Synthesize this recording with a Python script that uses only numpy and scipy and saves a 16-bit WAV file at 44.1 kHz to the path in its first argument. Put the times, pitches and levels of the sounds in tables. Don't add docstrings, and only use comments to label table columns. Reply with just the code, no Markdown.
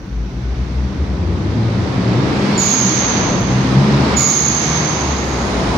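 import sys
import numpy as np
from scipy import signal
from scipy.fft import rfft, irfft
from scipy.io import wavfile
from scipy.ndimage import uniform_filter1d

SR = 44100
rng = np.random.default_rng(int(sys.argv[2]) if len(sys.argv) > 2 else 0)


def transcribe(signal):
    frames = np.atleast_2d(signal).T
    limited = np.clip(frames, -1, 1)
    pcm = np.round(limited * 32767).astype(np.int16)
    wavfile.write(sys.argv[1], SR, pcm)


def gain_from_db(level_db):
    decades = np.asarray(level_db, float) / 20
    return 10 ** decades


N = 254853
LEAD = SR
T = np.arange(-LEAD, N) / SR

# frequency in Hz, 60 dB decay time in s.
HALL_DECAY = [(60, 3.8), (250, 2.3), (1000, 5), (4000, 3.7), (7000, 1.32), (13000, 0.41)]
# frequency in Hz, left-right likeness from 0 to 1.
LIKENESS = [(60, 1), (130, 0.97), (300, 0.9), (680, 0.58), (1530, 0.017), (3450, 0.12), (7750, 0.03)]
# frequency in Hz, left minus right in dB.
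LEAN = [(60, 2), (350, 1.5), (850, 0), (2000, -0.5), (3200, -6), (5000, -15), (6500, -8.5), (8500, -1),
        (12000, 2), (15000, 5)]

# time in s, pipe roar in dB, intake and tyre hiss in dB.
ROAR = [(0, -38, -50), (.6, -33.5, -43.5), (1.25, -28, -42), (1.8, -24.5, -36.5), (2.2, -21, -33),
        (2.53, -21, -29), (2.6, -23.5, -29), (2.75, -28.5, -28), (3.2, -21.5, -27), (3.32, -21, -29.5),
        (3.46, -25, -32), (3.9, -20.5, -30), (4.14, -20, -28), (4.25, -28.5, -31.5), (4.45, -29.5, -31),
        (4.76, -26, -28), (5.25, -25, -32.5), (5.78, -20.5, -31)]
# lower edge in Hz, upper edge in Hz.
ROAR_BANDS = [
    (60, 200),
    (250, 500),
    (500, 1500),
    (1500, 5500),
    (8000, 12000),
]
# frequency in Hz, density in dB per Hz.
ROAR_COLOUR = [(20, -62), (35, -29), (55, -12), (200, -9), (400, -18), (650, -19.5), (1000, -16.5),
               (1500, -20.5), (2200, -20), (3800, -27.5), (6000, -38), (8000, -50.5), (11000, -64),
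               (15500, -73)]
BOOM_DB, BOOM_DB_PER_S = -.5, -1.
BODY_SHARE, BODY_DB, BODY_DB_PER_S = .45, -1.5, 1
AIR_DB, AIR_DB_PER_S = -25, 0.73
PUFF_DB, PUFF_DB_PER_S, PUFF_RISE_S = -20, 2.5, .04

SPOOL_S, SPOOL_HZ, SPOOL_HZ_PER_S, TOP_HZ = 3.3, 10500, 9500, 15300
RUN_DOWN_S, RUN_DOWN_TAU_S, TURBO_DB, TURBO_DB_PER_KHZ = 4.8, 1.6, -70, 2.8

# start in s, length in s, frequency in Hz, level in dB.
MURMURS = [
    (2.427, 0.36, 2240, -33),
    (2.503, 0.12, 4400, -33),
    (4.127, 0.15, 2180, -25),
    (4.152, 0.17, 1215, -26),
    (4.158, 0.087, 4460, -38),
]
# multiple of the pitch, width in Hz, level in dB.
VALVE_TONES = [
    (1, 130, 0),
    (1.598, 1500, -57.5),
    (2, 353, -30),
]
# start in s, jet level in dB, opening snap in Hz, closing rate in dB per s,
# closing rise in Hz.
LIFTS = [
    (2.568, -14, 482, 130, 123),
    (4.156, -14, 180, 24, 480.5),
]
OPEN_S, BURST_DB, BURST_S, LEAK_DB_PER_S = 0.014, 1.5, 0.028, 23
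SETTLE_HZ, SAG_HZ, SAG_S, HOLD_S, SNAP_S, CLOSE_S = 6178, 661, .25, 0.6, 0.0161, .25

# time in s, firing rate of one bank in Hz.
FIRING = [(0, 52), (.2, 58), (.8, 68), (1.0, 74), (1.45, 96), (1.62, 113), (2.2, 130), (2.42, 138),
          (2.56, 134), (2.85, 64), (3.1, 60.5), (3.45, 64), (3.95, 69), (4.25, 75.5), (4.45, 77),
          (4.95, 75), (5.3, 65), (5.78, 54)]
# time in s, load in dB, multiple that the exhaust pulse favours.
LOAD = [(0, -20.5, 1.), (.45, -19, 1.1), (.95, -13, .9), (1.3, -15.5, 1.1), (1.65, -12.5, .9),
        (2.25, -16, .9), (2.5, -36.5, 2.5), (2.85, -20, 3.2), (3.1, -25, 2.4), (3.45, -15, 2.4),
        (3.9, -17, 2.6), (4.12, -14.5, 2.3), (4.27, -27, 2.2), (4.5, -20.5, 2.1), (4.9, -23, 1.9),
        (5.1, -20.5, 1.2), (5.5, -26, 1.1), (5.78, -24.5, 1.1)]
# frequency in Hz, width in Hz, level in dB under the load.
PIPE_MODES = [
    (68, 16, -19),
    (124, 20, -13),
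    (192, 22, -13),
]
# frequency in Hz, gain in dB.
PIPE_GAIN = [(50, 1.5), (70, 3), (92, -3.5), (128, 2.5), (160, -4), (195, 1.5), (250, -2.5), (500, 1)]
BELOW_DB_PER_OCTAVE, ABOVE_DB_PER_OCTAVE = 11.5, 15.5
HALF_TOP_HZ, HALF_DB, HALF_DB_PER_HZ = 112, -24, .6
ROUGH_PULLING, ROUGH_COASTING, COAST_S = .9, .4, 4.2
NEARING_DB_PER_S, MIDWAY_S = 2.2, 3.

# time in s, peak in dB.
TICKS = [
    (3.4075, -20),
]
# frequency in Hz, threshold in dB relative to the
HISS_GAPS = [(7500, -45), (10000, -40), (12000, -31), (14000, -30), (16000, -28)]
# frequency in Hz, threshold in dB relative to the
WHISTLE_GAPS = [(7500, -22), (9600, -25), (10300, -43), (13500, -46), (14000, -36)]


def evened(x):
    return x / np.sqrt(np.mean(x ** 2) + 1e-20)


def read(points, hz):
    f, value = np.transpose(points)
    return np.interp(np.log(hz + 1), np.log(f + 1), value)


def columns(rows, t):
    s, *rest = np.transpose(rows)
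    return [np.interp(t, s, c) for c in rest]


def wander(rate_hz):
    pole = np.exp(-2 * np.pi * rate_hz / SR)
    return evened(signal.lfilter([1], np.poly([pole, pole]), rng.standard_normal(len(T))))


def fuzzy(hz, width_hz):
    pole = np.exp(-np.pi * width_hz / SR)
    noise = rng.standard_normal((len(T), 2)) @ [1, 1j]
    breath = signal.lfilter([1], np.poly([pole, pole]), noise)
    return evened((breath * np.exp(2j * np.pi * np.cumsum(hz) / SR)).real)


def ports(a, b, hz):
    same = np.clip(read(LIKENESS, hz), 0, 1)
    lean = gain_from_db(read(LEAN, hz) / 2)
    return np.array([a * lean, (same * a + np.sqrt(1 - same ** 2) * b) / lean])


def hall(x, direct_db, turns, nearing_db=0, count=3):
    size = 3 * 2 ** 17
    hz, t, z = signal.stft(rng.standard_normal((count, 2, 2 * SR)), SR, nperseg=512)
    decay_s = read(HALL_DECAY, hz)[:, None]
    z = z * gain_from_db(-60 * t / decay_s) * np.sqrt(2. 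/ decay_s)
    tails = signal.istft(z, SR, nperseg=512)[1]
    tails = tails / np.linalg.norm(tails[0, 0])
    tails[:, :, :300] = 0
    wet = 0
    for k, tail in enumerate(tails):
        share = np.cos(np.pi * (turns * T + k / count)) * np.sqrt(2 / count)
        wet = wet + rfft(x * share, size) * rfft(tail, size)
    wet += rfft(x * gain_from_db(direct_db + nearing_db * (T - MIDWAY_S)), size)
    return irfft(ports(*wet, np.fft.rfftfreq(size, 1 / SR)))[:, LEAD:LEAD + N]


def vents():
    high = gain_from_db(-56.0) * fuzzy(5850. + 0 * T, width_hz=850.0)
    return high + gain_from_db(-51.5) * fuzzy(1500.0 + 0 * T, width_hz=220.0)


def roar_levels(t):
    pipe_db, hiss_db = columns(ROAR, t)
    puff = 0
    for lift in LIFTS:
        puff_db = jet(t, *lift)[1] + PUFF_DB + PUFF_DB_PER_S * (lift[0] - LIFTS[-1][0])
        puff = puff + gain_from_db(2 * puff_db) * np.clip((t - lift[0]) / PUFF_RISE_S, 0, 1) ** 2
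    boom_db = pipe_db + BOOM_DB + BOOM_DB_PER_S * t
    body_db = BODY_SHARE * pipe_db + (1 - BODY_SHARE) * hiss_db + BODY_DB + BODY_DB_PER_S * t
    air_db = 10 * np.log10(gain_from_db(2 * (hiss_db + AIR_DB + AIR_DB_PER_S * t)) + puff)
    return np.array([boom_db, pipe_db, body_db, hiss_db, air_db]).T


def roar():
    frames, hz = N // 256 + 5, np.fft.rfftfreq(1024, 1 / SR)
    a, b, c, d, patches = rng.standard_normal((frames, 513, 5)).T
    patches = uniform_filter1d(patches, size=14, axis=0)
    patches = evened(uniform_filter1d(patches, size=24, axis=1))
    colour_db = read(ROAR_COLOUR, hz)
    power = gain_from_db(2 * colour_db)
    own_db = [10 * np.log10(np.sum(power[(hz > lo) & (hz < hi)])) for lo, hi in ROAR_BANDS]
    lift_db = roar_levels(np.arange(frames) * 256 / SR) - own_db
    centres = np.sqrt(np.prod(ROAR_BANDS, axis=1))
    field_db = np.array([read(np.c_[centres, row], hz) for row in lift_db]).T
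    z = ports((a + 1j * b).T, (c + 1j * d).T, hz).transpose(0, 2, 1)
    z = z * gain_from_db(colour_db[:, None] + field_db + 0.34 * patches)
    return gain_from_db(5.) * signal.istft(z, nperseg=1024, noverlap=768)[1][:, :N]


def turbo():
    late = np.maximum(T - RUN_DOWN_S, 0)
    drop_hz = TOP_HZ * (1 - np.exp(-late / RUN_DOWN_TAU_S))
    hz = np.clip(SPOOL_HZ + SPOOL_HZ_PER_S * (T - SPOOL_S), SPOOL_HZ, TOP_HZ) - drop_hz
    level = gain_from_db(TURBO_DB + TURBO_DB_PER_KHZ * drop_hz / 1000)
    return level * np.clip((T - SPOOL_S) / .3, 0, 1) * fuzzy(hz, width_hz=650.)


def murmurs():
    out = np.zeros(len(T))
    for s, length, hz, db in MURMURS:
        swell = np.sin(np.pi * np.clip((T - s) / length, 0, 1)) ** .5
        out += gain_from_db(db) * swell * fuzzy(hz + 0 * T, width_hz=220.0)
    return out


def jet(t, s, jet_db, snap_hz, closing_db, rise_hz):
    u, late = np.maximum(t - s, 1e-6), np.maximum(t - s - HOLD_S, 0)
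    hz = SETTLE_HZ + SAG_HZ * np.exp(-u / SAG_S) + snap_hz * np.exp(-u / SNAP_S)
    hz = hz + rise_hz * (1 - np.exp(-late / CLOSE_S))
    level_db = jet_db + BURST_DB * np.exp(-u / BURST_S) - LEAK_DB_PER_S * (u - late) - closing_db * late
    return hz, level_db + 20 * np.log10(np.minimum(u / OPEN_S, 1) ** 2)


def valve():
    out = np.zeros(len(T))
    for lift in LIFTS:
        hz, jet_db = jet(T, *lift)
        flutter = np.clip(8 * (T - lift[0]), 0, 1) * wander(rate_hz=35.)
        hz = hz * (1 + .022 * flutter)
        fade_db = np.minimum(jet_db + 15.5, 0)
        tones = sum(gain_from_db(db + 1.5 * (k - 1) * fade_db) * fuzzy(k * hz, width) for k, width, db in VALVE_TONES)
        skirt = gain_from_db(-4.0) * fuzzy(hz, width_hz=470.0)
        out += gain_from_db(jet_db) * (tones + skirt)
    return out


def exhaust():
    hz = columns(FIRING, T)[0]
    load_db, favoured = columns(LOAD, T)
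    rough = np.where(T < COAST_S, ROUGH_PULLING, ROUGH_COASTING)
    turns = np.cumsum(hz * (1 + .025 * rough * wander(rate_hz=14.))) / SR
    drone, power = 0, 0
    for k in range(1, 7):
        slope = np.where(k < favoured, BELOW_DB_PER_OCTAVE, ABOVE_DB_PER_OCTAVE)
        db = load_db - slope * abs(np.log2(k / favoured)) + read(PIPE_GAIN, k * hz)
        power = power + gain_from_db(2 * db)
        uneven_db = 4.2 * rough * wander(rate_hz=9.)
        drone = drone + np.sqrt(2) * gain_from_db(db + uneven_db) * np.sin(2 * np.pi * k * turns)
    half_db = HALF_DB - HALF_DB_PER_HZ * np.maximum(HALF_TOP_HZ - hz, 0)
    half_db = half_db + 5.1 * rough * wander(rate_hz=12.5)
    drone += np.sqrt(2) * gain_from_db(half_db) * np.sin(3 * np.pi * turns)
    pipe = sum(gain_from_db(db) * fuzzy(mode_hz + 0 * T, width) for mode_hz, width, db in PIPE_MODES)
    rumble = gain_from_db(-16.0) * fuzzy(1.6 * hz, width_hz=110.0)
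    return drone + np.sqrt(power) * (pipe + rumble)


def scene():
    jets = vents() + turbo() + murmurs() + valve()
    drone = hall(exhaust(), direct_db=1.5, turns=.9, nearing_db=NEARING_DB_PER_S) * gain_from_db(-4.)
    return roar() + hall(jets, direct_db=-4.0, turns=2.3) + drone


def ticks():
    out = np.zeros(N)
    for s, peak_db in TICKS:
        out[round(s * SR)] = gain_from_db(peak_db)
    return signal.lfilter([1, -1], [1, -.85], out) * np.ones((2, 1))


def gap_treble(x):
    hz, t, z = signal.stft(x, SR, nperseg=2048, window="cosine", boundary="even")
    bands = (abs(z[:, :1024]) ** 2).reshape(2, 64, 16, -1).mean(2)
    centre, level_db = hz[8:1024:16], 10 * np.log10(bands + 1e-20)
    hiss_db = level_db[:, 8:16].mean(1, keepdims=True)
    whistle_db = level_db[:, 16:21].max(1, keepdims=True)
    under_hiss_db = hiss_db + read(HISS_GAPS, centre)[:, None]
    under_whistle_db = whistle_db + read(WHISTLE_GAPS, centre)[:, None]
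    least_db = np.maximum(under_hiss_db, under_whistle_db)
    keep = 1 / (1 + gain_from_db(np.clip(12. * (least_db - level_db), -200, 200)))
    keep = np.where(centre[:, None] > 7500, keep, 1)
    z[:, :1024] *= np.repeat(keep, 16, axis=1)
    return signal.istft(z, SR, nperseg=2048, window="cosine")[1][:, :N]


def roll_off(x):
    return signal.sosfilt(signal.butter(12, 15770, fs=SR, output="sos"), x)


def record(dry):
    dry = signal.sosfilt(signal.butter(2, 48., "high", fs=SR, output="sos"), dry)
    dry = dry + gain_from_db(-62) * rng.standard_normal(dry.shape)
    overloaded = 1.316 * np.tanh(dry / 1.672)
    return roll_off(gap_treble(overloaded) + ticks())


dry = scene()
out = record(dry)
transcribe(out)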